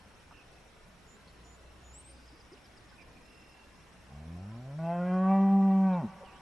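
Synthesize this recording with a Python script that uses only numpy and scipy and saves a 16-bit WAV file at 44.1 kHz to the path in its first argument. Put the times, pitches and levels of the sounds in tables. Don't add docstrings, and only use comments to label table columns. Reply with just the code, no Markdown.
import sys
import numpy as np
from scipy import signal
from scipy.io import wavfile
from scipy.ndimage import uniform_filter1d, map_coordinates

SR = 44100
rng = np.random.default_rng(int(sys.argv[2]) if len(sys.argv) > 2 else 0)


def to_wav(sig):
    pcm = np.clip(np.atleast_2d(sig), -1, 1) * 32767
    pcm = np.round(pcm).astype(np.int16)
    wavfile.write(sys.argv[1], SR, pcm.T)


N = 282681


def gain_of(db):
    return 10 ** (np.asarray(db) / 20)


def evened(x):
    return x / np.sqrt(np.mean(x ** 2) + 1e-20)


def read(points, hz):
    f, value = np.transpose(points)
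    return np.interp(np.log(hz + 1), np.log(f + 1), value)


def follow(rows, t):
    s, *columns = np.transpose(rows)
    return [np.interp(t, s, column) for column in columns]


def add(mix, s, sound):
    part = mix[..., round(s * SR):][..., :sound.shape[-1]]
    part += sound[..., :part.shape[-1]]


def drift(size, rate_hz):
    knots = rng.standard_normal(4096)
    at = np.arange(size) * 2 * rate_hz / SR
    return evened(map_coordinates(knots, [at], order=2, mode="wrap"))


def phase(hz):
    return 2 * np.pi * np.cumsum(hz) / SR


def panned(sound, pan_db):
    return gain_of([[pan_db / 2], [-pan_db / 2]]) * sound


# f/Hz, correlation/1
LIKENESS = [(25, .9), (60, 1), (110, 0.75), (190, 0.77), (340, 0.67), (620, 0.66), (1110, 0.47),
            (1980, 0.6), (3550, 0.13), (6350, 0.51), (11400, 0.53)]


def wash(spectrum, db, patch_db, size):
    hop, hz = size // 4, np.fft.rfftfreq(size, 1 / SR)
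    a, b, c, d, patches = rng.standard_normal((5, len(hz), N // hop + 5))
    patches = uniform_filter1d(patches, size=8, axis=0)
    patches = evened(uniform_filter1d(patches, size=8, axis=1))
    same = np.clip(read(LIKENESS, hz), -1, 1)[:, None]
    left = a + 1j * b
    right = same * left + np.sqrt(1 - same ** 2) * (c + 1j * d)
    z = np.array([left, right]) * gain_of(read(spectrum, hz)[:, None] + patch_db * patches)
    noise = signal.istft(z, nperseg=size, noverlap=size - hop)[1][:, :N]
    return gain_of(db) * evened(noise)


def drone(hz=58.8, db=-67):
    return gain_of(db) * evened(np.sin(phase(hz + .5 * drift(N, 2.6))))


# f/Hz, relative density/dB per Hz
AIR_SHAPE = [(12, -27), (20, 0.5), (32, -6), (65, -4), (81, -3.5), (185, -5.5), (223, -6.5), (253, -8.5),
             (908, -12.5), (988, -11.5), (1220, -13.5), (2190, -17), (2650, -18), (3000, -21),
             (3900, -58.5), (6600, -120)]
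# f/Hz, relative density/dB per Hz
HISS_SHAPE = [(2600, -32), (3100, 0.5), (4000, -1), (4800, -5), (5400, -0.5), (5850, -2), (6150, -7.5),
              (8000, -9), (11500, -11.5)]


def open_air():
    low = wash(AIR_SHAPE, db=-57.5, patch_db=2.06, size=4096)
    high = wash(HISS_SHAPE, db=-66.5, patch_db=2.0, size=512)
    return low + high + drone()


# f/Hz, relative level/dB
ECHO_LEVEL = [(100, -18.5), (200, -18.5), (450, -24), (800, -14.5), (1200, -9), (3000, -6), (8000, -13.5)]
# f/Hz, t60/s
ECHO_DECAY = [(150, 0.57), (900, 3.53), (3000, 5.4), (8000, .7)]


def tree_line(x, spread=0.15, slot=20):
    taps = np.zeros((2, 2 * SR))
    at = np.arange(900, 2 * SR - slot, slot)
    shape = (2, len(at))
    np.put_along_axis(taps, at + rng.integers(0, slot, shape), rng.choice([-1., 1.], shape), 1)
    hz, t, z = signal.stft(taps, SR, nperseg=256)
    t60_s = read(ECHO_DECAY, hz)[:, None]
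    energy = SR / slot * t60_s / np.log(10 ** 6)
    z = z * np.exp(-np.log(1000) * t / t60_s) / np.sqrt(energy)
    z = z * gain_of(read(ECHO_LEVEL, hz))[:, None]
    response = signal.istft(z, SR, nperseg=256)[1]
    mid, side = signal.fftconvolve(x[None], response, axes=1)[:, :N]
    return np.array([mid + spread * side, mid - spread * side])


def foliage(x, sway_hz=10):
    weights = np.array([drift(N, sway_hz) for _ in range(3)])
    weights /= np.sqrt(np.sum(weights ** 2, 0) + 0.035)
    return sum(weight * tree_line(x) for weight in weights)


def note(length_s, hz, db, glide, rasp):
    u = np.linspace(-.5, .5, int(length_s * SR))
    pitch_hz = hz * np.exp(glide * u) * (1 + rasp * drift(len(u), 350))
    tone = np.sin(phase(pitch_hz)) * signal.windows.tukey(len(u), .6)
    return gain_of(db) * evened(tone)


# t/s, length/s, f/Hz, level/dB, throb/Hz, left-right/dB
BUZZ_NOTES = [(3.22, .35, 5150, -73, 42, -2), (3.25, .41, 2720, -68, 42, -6)]


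def buzzes():
    out = np.zeros((2, N))
    for s, length_s, hz, db, throb_hz, pan_db in BUZZ_NOTES:
        t = np.arange(int(length_s * SR)) / SR
        tone = np.sin(phase(hz * (1 + .008 * drift(len(t), 200))))
        pips = np.sin(np.pi * throb_hz * t) ** 2
        sound = gain_of(db) * evened(tone * pips * signal.windows.tukey(len(t), .1))
        add(out, s, panned(sound, pan_db))
    return out


# t/s, length/s, f/Hz, level/dB, glide/1
HOARSE_CALLS = [(0.195, 0.032, 2980, -76, -.08), (0.304, .15, 2653, -67.5, -.15),
                (2.568, 0.018, 2700, -68.5, -0.12), (2.911, 0.047, 1543, -67.5, -0.024),
                (2.971, 0.071, 2440, -63, -.07), (3.164, 0.02, 2560, -66, -.06),
                (5.922, 0.039, 3730, -70, -.18), (6.233, 0.098, 2710, -66.5, -.33),
                (6.301, .105, 2920, -69, .32)]


def bird_calls():
    out = np.zeros((2, N))
    for s, length_s, hz, db, glide in HOARSE_CALLS:
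        add(out, s, panned(note(length_s, hz, db, glide, rasp=0.05), pan_db=-10.5))
    return out


def chips(count=7, start_s=2.273, gap_s=.1222, first_db=-66.5, fade_db=-.5, scatter_db=2):
    out = np.zeros(N)
    add(out, 2, note(length_s=0.5, hz=4901, db=-74, glide=0, rasp=0.042))
    for i in range(count):
        db = first_db + i * fade_db + scatter_db * rng.standard_normal()
        add(out, start_s + i * gap_s, note(length_s=.028, hz=5040, db=db, glide=-0.254, rasp=0.0043))
    return out


# t/s, length/s, f/Hz, level/dB, left-right/dB
WHISTLE_NOTES = [(1.059, .12, 7060, -70, -11), (1.421, .17, 6980, -69.5, -7),
                 (1.82, 0.133, 6900, -66.5, -2)]


def whistles():
    out = np.zeros((2, N))
    for s, length_s, hz, db, pan_db in WHISTLE_NOTES:
        add(out, s, panned(note(length_s, hz, db, glide=0.0154, rasp=.002), pan_db))
    return out


# t/s, f/Hz, level/dB, glide/1
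SLUR_NOTES = [(1.922, 7980, -57, .28), (2.031, 8440, -61, .15)]
SLUR_S, SLUR_RASP = .11, 0.021
FLICK_S, FLICK_PITCH_RATIO, FLICK_REL_DB = .016, 1.2, -18


def slurs():
    out = np.zeros(N)
    for s, hz, db, glide in SLUR_NOTES:
        add(out, s, note(SLUR_S, hz, db, glide, SLUR_RASP))
        flick = note(FLICK_S, hz * FLICK_PITCH_RATIO, db + FLICK_REL_DB, 0, SLUR_RASP)
        add(out, s + SLUR_S - FLICK_S, flick)
    return out


def songbirds():
    return buzzes() + bird_calls() + chips() + whistles() + slurs()


# t/s, level before decay/dB, f/Hz, noise width/Hz, decay/s
HOOF_STEPS = [(.311, -49, 970, 640, 0.0076), (.323, -50, 1066, 715, 0.0058), (1.271, -45, 146, 139, 0.0082),
              (1.275, -60.5, 4250, 890, 0.017)]


def hooves():
    out = np.zeros(N)
    t = np.arange(SR // 8) / SR
    for s, db, hz, width_hz, decay_s in HOOF_STEPS:
        crunch = drift(len(t), width_hz / 2) * np.cos(2 * np.pi * hz * t)
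        crunch = crunch + drift(len(t), width_hz / 2) * np.sin(2 * np.pi * hz * t)
        damping = np.exp(-t / decay_s) * (1 - np.exp(-t / 0.00029))
        add(out, s, gain_of(db) * evened(crunch) * damping)
    return out


# t/s, f/Hz, level/dB
BLIP_NOTES = [(2.317, 306, -59.5), (2.511, 366, -56)]


def blips_and_huff():
    out = np.zeros(N)
    for s, hz, db in BLIP_NOTES:
        add(out, s, note(length_s=0.041, hz=hz, db=db, glide=0.55, rasp=0.022))
    add(out, 6.198, note(length_s=.055, hz=546, db=-52, glide=-0.072, rasp=0.0973))
    return out


# t/s, f/Hz, level before level_db/dB
MURMUR_CURVE = [(1.27, 57.9, -57), (1.358, 58.2, -69), (1.39, 58.8, -56.5), (1.622, 62.6, -61.5),
                (1.906, 63.06, -56.5), (1.974, 62, -63.5), (2.14, 61.6, -55.5), (2.36, 60.7, -66)]


def murmur(level_db=1, overtones_db=(0, -19, -19, -23, -27, -24), jitter=0.01):
    t = np.arange(MURMUR_CURVE[0][0], MURMUR_CURVE[-1][0], 1 / SR)
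    pitch_hz, db = follow(MURMUR_CURVE, t)
    angle = phase(pitch_hz * (1 + jitter * drift(len(t), 14.0)))
    hum = sum(gain_of(d) * np.cos((k + 1) * angle) for k, d in enumerate(overtones_db))
    return t[0], gain_of(db + level_db) * evened(hum) * signal.windows.tukey(len(t), .1)


def formant(hz, centre_hz, width_hz, steepness=4):
    power = 1 / (1 + ((hz - centre_hz) / width_hz) ** 2) ** steepness
    return power / power.sum(0)


def notch(hz, centre_hz, width_hz, depth_db):
    return gain_of(depth_db * np.exp(-((hz - centre_hz) / width_hz) ** 2))


def swell(t, s, half_length_s, db):
    return db * np.exp(-((t - s) / half_length_s) ** 2)


# t/s, f/Hz, level/dB
MOO_CURVE = [(4.03, 60.47, -71), (4.14, 71.23, -51.5), (4.27, 80.9, -47.5), (4.38, 88.4, -45),
             (4.64, 128.8, -45.5), (4.73, 142.3, -41.5), (4.8, 162, -37), (4.84, 164.8, -34.5),
             (4.94, 173.4, -35.5), (5.0, 176.6, -32.5), (5.33, 193.5, -24), (5.55, 195.7, -22.5),
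             (5.87, 190.5, -24.5), (5.97, 176.8, -30.5), (6.0, 163.5, -32.5), (6.04, 117.8, -44),
             (6.05, 110, -41.5), (6.09, 93, -62)]
# t/s, level/dB
BRIGHTNESS_CURVE = [(4.03, -4), (4.35, -9.5), (4.62, -2.5), (4.8, -2), (4.95, 2), (5.36, -5.5), (5.6, -18),
                    (5.78, -10), (5.94, -0.5), (6.02, -3)]
# t/s, f/Hz
JAW_CURVE = [(4.3, 680), (4.8, 680), (4.89, 742), (5.05, 703), (5.4, 796.5), (5.8, 764), (5.97, 862)]
# level re fundamental/dB, slope/dB per dB brightness
RADIATION_ROWS = [(-9.5, 1.34), (-13, 0), (-20, 0.54), (-21.5, 1.63), (-28, 0.84)]
# t/s, half length/s, level/dB
BLARE_PUSHES = [(4.914, 0.062, 13.5), (5.322, 0.063, 6.5), (5.973, 0.038, 7.5)]
# t/s, level/dB
NASAL_CURVE = [(4.1, 2), (4.75, -0.5), (5.1, 3.5), (5.6, -2), (5.99, -6), (6.04, 15.5), (6.09, 12.5)]
# f/Hz, level/dB
NOSE_RESPONSE = [(70, -8.5), (120, -5), (165, -0.5), (205, 0), (240, -.5), (295, -17.5), (340, -8),
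                 (400, -11), (600, -30), (1200, -64.5)]
# f/Hz, relative level/dB
EDGE_RESPONSE = [(1200, -43.5), (1550, -20.5), (1730, -3), (1930, 9), (2130, -6.5), (2340, 4.5),
                 (2520, -8.5), (2650, 2.5), (2900, -19), (3120, -5), (3500, -30.5), (4800, -24.5)]
# t/s, level/dB
LIP_CURVE = [(4.74, -3), (4.779, -22.5), (4.789, 4.5), (4.82, 0), (5.99, -2), (6.03, 6), (6.07, -10)]
FOLD_DB_PER_OCTAVE = -9
EDGE_BLARE_SHARE = 0.32
REST_HZ, FULL_HZ, LARYNX_DROP = 148, 180, 0.1
LOW_HZ, LOW_WIDTH_HZ, MAIN_WIDTH_HZ = 605, 53, 208
THIRD_FULL_HZ, THIRD_WIDTH_HZ = 1137, 58
FOURTH_FULL_HZ, FOURTH_WIDTH_HZ = 1437, 270
PHASE_LAG_SCALE = 0.75
RASP, EDGE_RASP, CREAK = .05, .18, .16


def moo(jitter=0.003, flutter_db=2.06, edge_flutter_db=4.5):
    t = np.arange(MOO_CURVE[0][0], MOO_CURVE[-1][0], 1 / SR)
    pitch_hz, first_db = follow(MOO_CURVE, t)
    (brightness_db,), (main_hz,) = follow(BRIGHTNESS_CURVE, t), follow(JAW_CURVE, t)
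    levels_db = [first_db + db + slope * brightness_db for db, slope in RADIATION_ROWS]
    low_db, main_db, third_db, fourth_db, edge_db = levels_db
    blare_db = sum(swell(t, *row) for row in BLARE_PUSHES)
    main_db = main_db + blare_db
    edge_db = edge_db + EDGE_BLARE_SHARE * blare_db
    third_db = third_db + swell(t, s=5.22, half_length_s=0.13, db=8.6)
    lift = 1 - LARYNX_DROP * np.clip((FULL_HZ - pitch_hz) / (FULL_HZ - REST_HZ), 0, 1)

    k = np.arange(1, 27)[:, None]
    hz = k * pitch_hz
    folds_db = first_db + FOLD_DB_PER_OCTAVE * np.log2(k) + (k > 1) * follow(NASAL_CURVE, t)[0]
    nose = gain_of(folds_db + read(NOSE_RESPONSE, hz) - read(NOSE_RESPONSE, pitch_hz)) ** 2
    edge = gain_of(read(EDGE_RESPONSE, hz)) ** 2
    mouth, lag = gain_of(edge_db) ** 2 * edge / edge.sum(0), 0
    for db, centre_hz, width_hz in [(low_db, LOW_HZ, LOW_WIDTH_HZ),
                                    (main_db, main_hz, MAIN_WIDTH_HZ),
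                                    (third_db, THIRD_FULL_HZ * lift, THIRD_WIDTH_HZ),
                                    (fourth_db, FOURTH_FULL_HZ * lift, FOURTH_WIDTH_HZ)]:
        mouth = mouth + gain_of(db) ** 2 * formant(hz, centre_hz, width_hz)
        turn = np.arctan((hz - centre_hz) / width_hz) + np.arctan(centre_hz / width_hz)
        lag = lag + PHASE_LAG_SCALE * turn
    branch = notch(hz / lift, centre_hz=1355, width_hz=44, depth_db=-12)
    power = nose + mouth * (gain_of(follow(LIP_CURVE, t)[0]) * branch) ** 2

    angle = phase(pitch_hz * (1 + jitter * drift(len(t), 45)))
    slack = np.clip((165 - pitch_hz) / 30, 0, 1)
    voice = np.zeros(len(t))
    for row, order in enumerate(k[:, 0]):
        middle, high = np.clip((order - 2) / 2, 0, 1), np.clip((order - 5) / 4, 0, 1)
        range_db = (flutter_db + high * edge_flutter_db) * (order > 1)
        waver = gain_of(range_db * np.tanh(drift(len(t), 9)))
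        depth = middle * (RASP + CREAK * slack) + high * EDGE_RASP
        turbulence = drift(len(t), 70) + 1j * drift(len(t), 70)
        fray = (1 + depth * turbulence) / np.sqrt(1 + 2 * depth ** 2)
        harmonic = fray * np.exp(1j * (order * angle - lag[row]))
        voice += (np.sqrt(2 * power[row]) * waver * harmonic).real
    return t[0], voice * signal.windows.tukey(len(t), .015)


def herd():
    out = hooves() + blips_and_huff()
    add(out, *murmur())
    add(out, *moo())
    return out


def scene():
    cows, birds = herd(), songbirds()
    return cows + birds + foliage(cows + birds.mean(0)) + open_air()


def record(dry, cut_hz=11900):
    low_pass = signal.firwin(511, cut_hz, window=("kaiser", 9), fs=SR)
    return signal.oaconvolve(dry, low_pass[None], "same")


dry = scene()
out = record(dry)
to_wav(out)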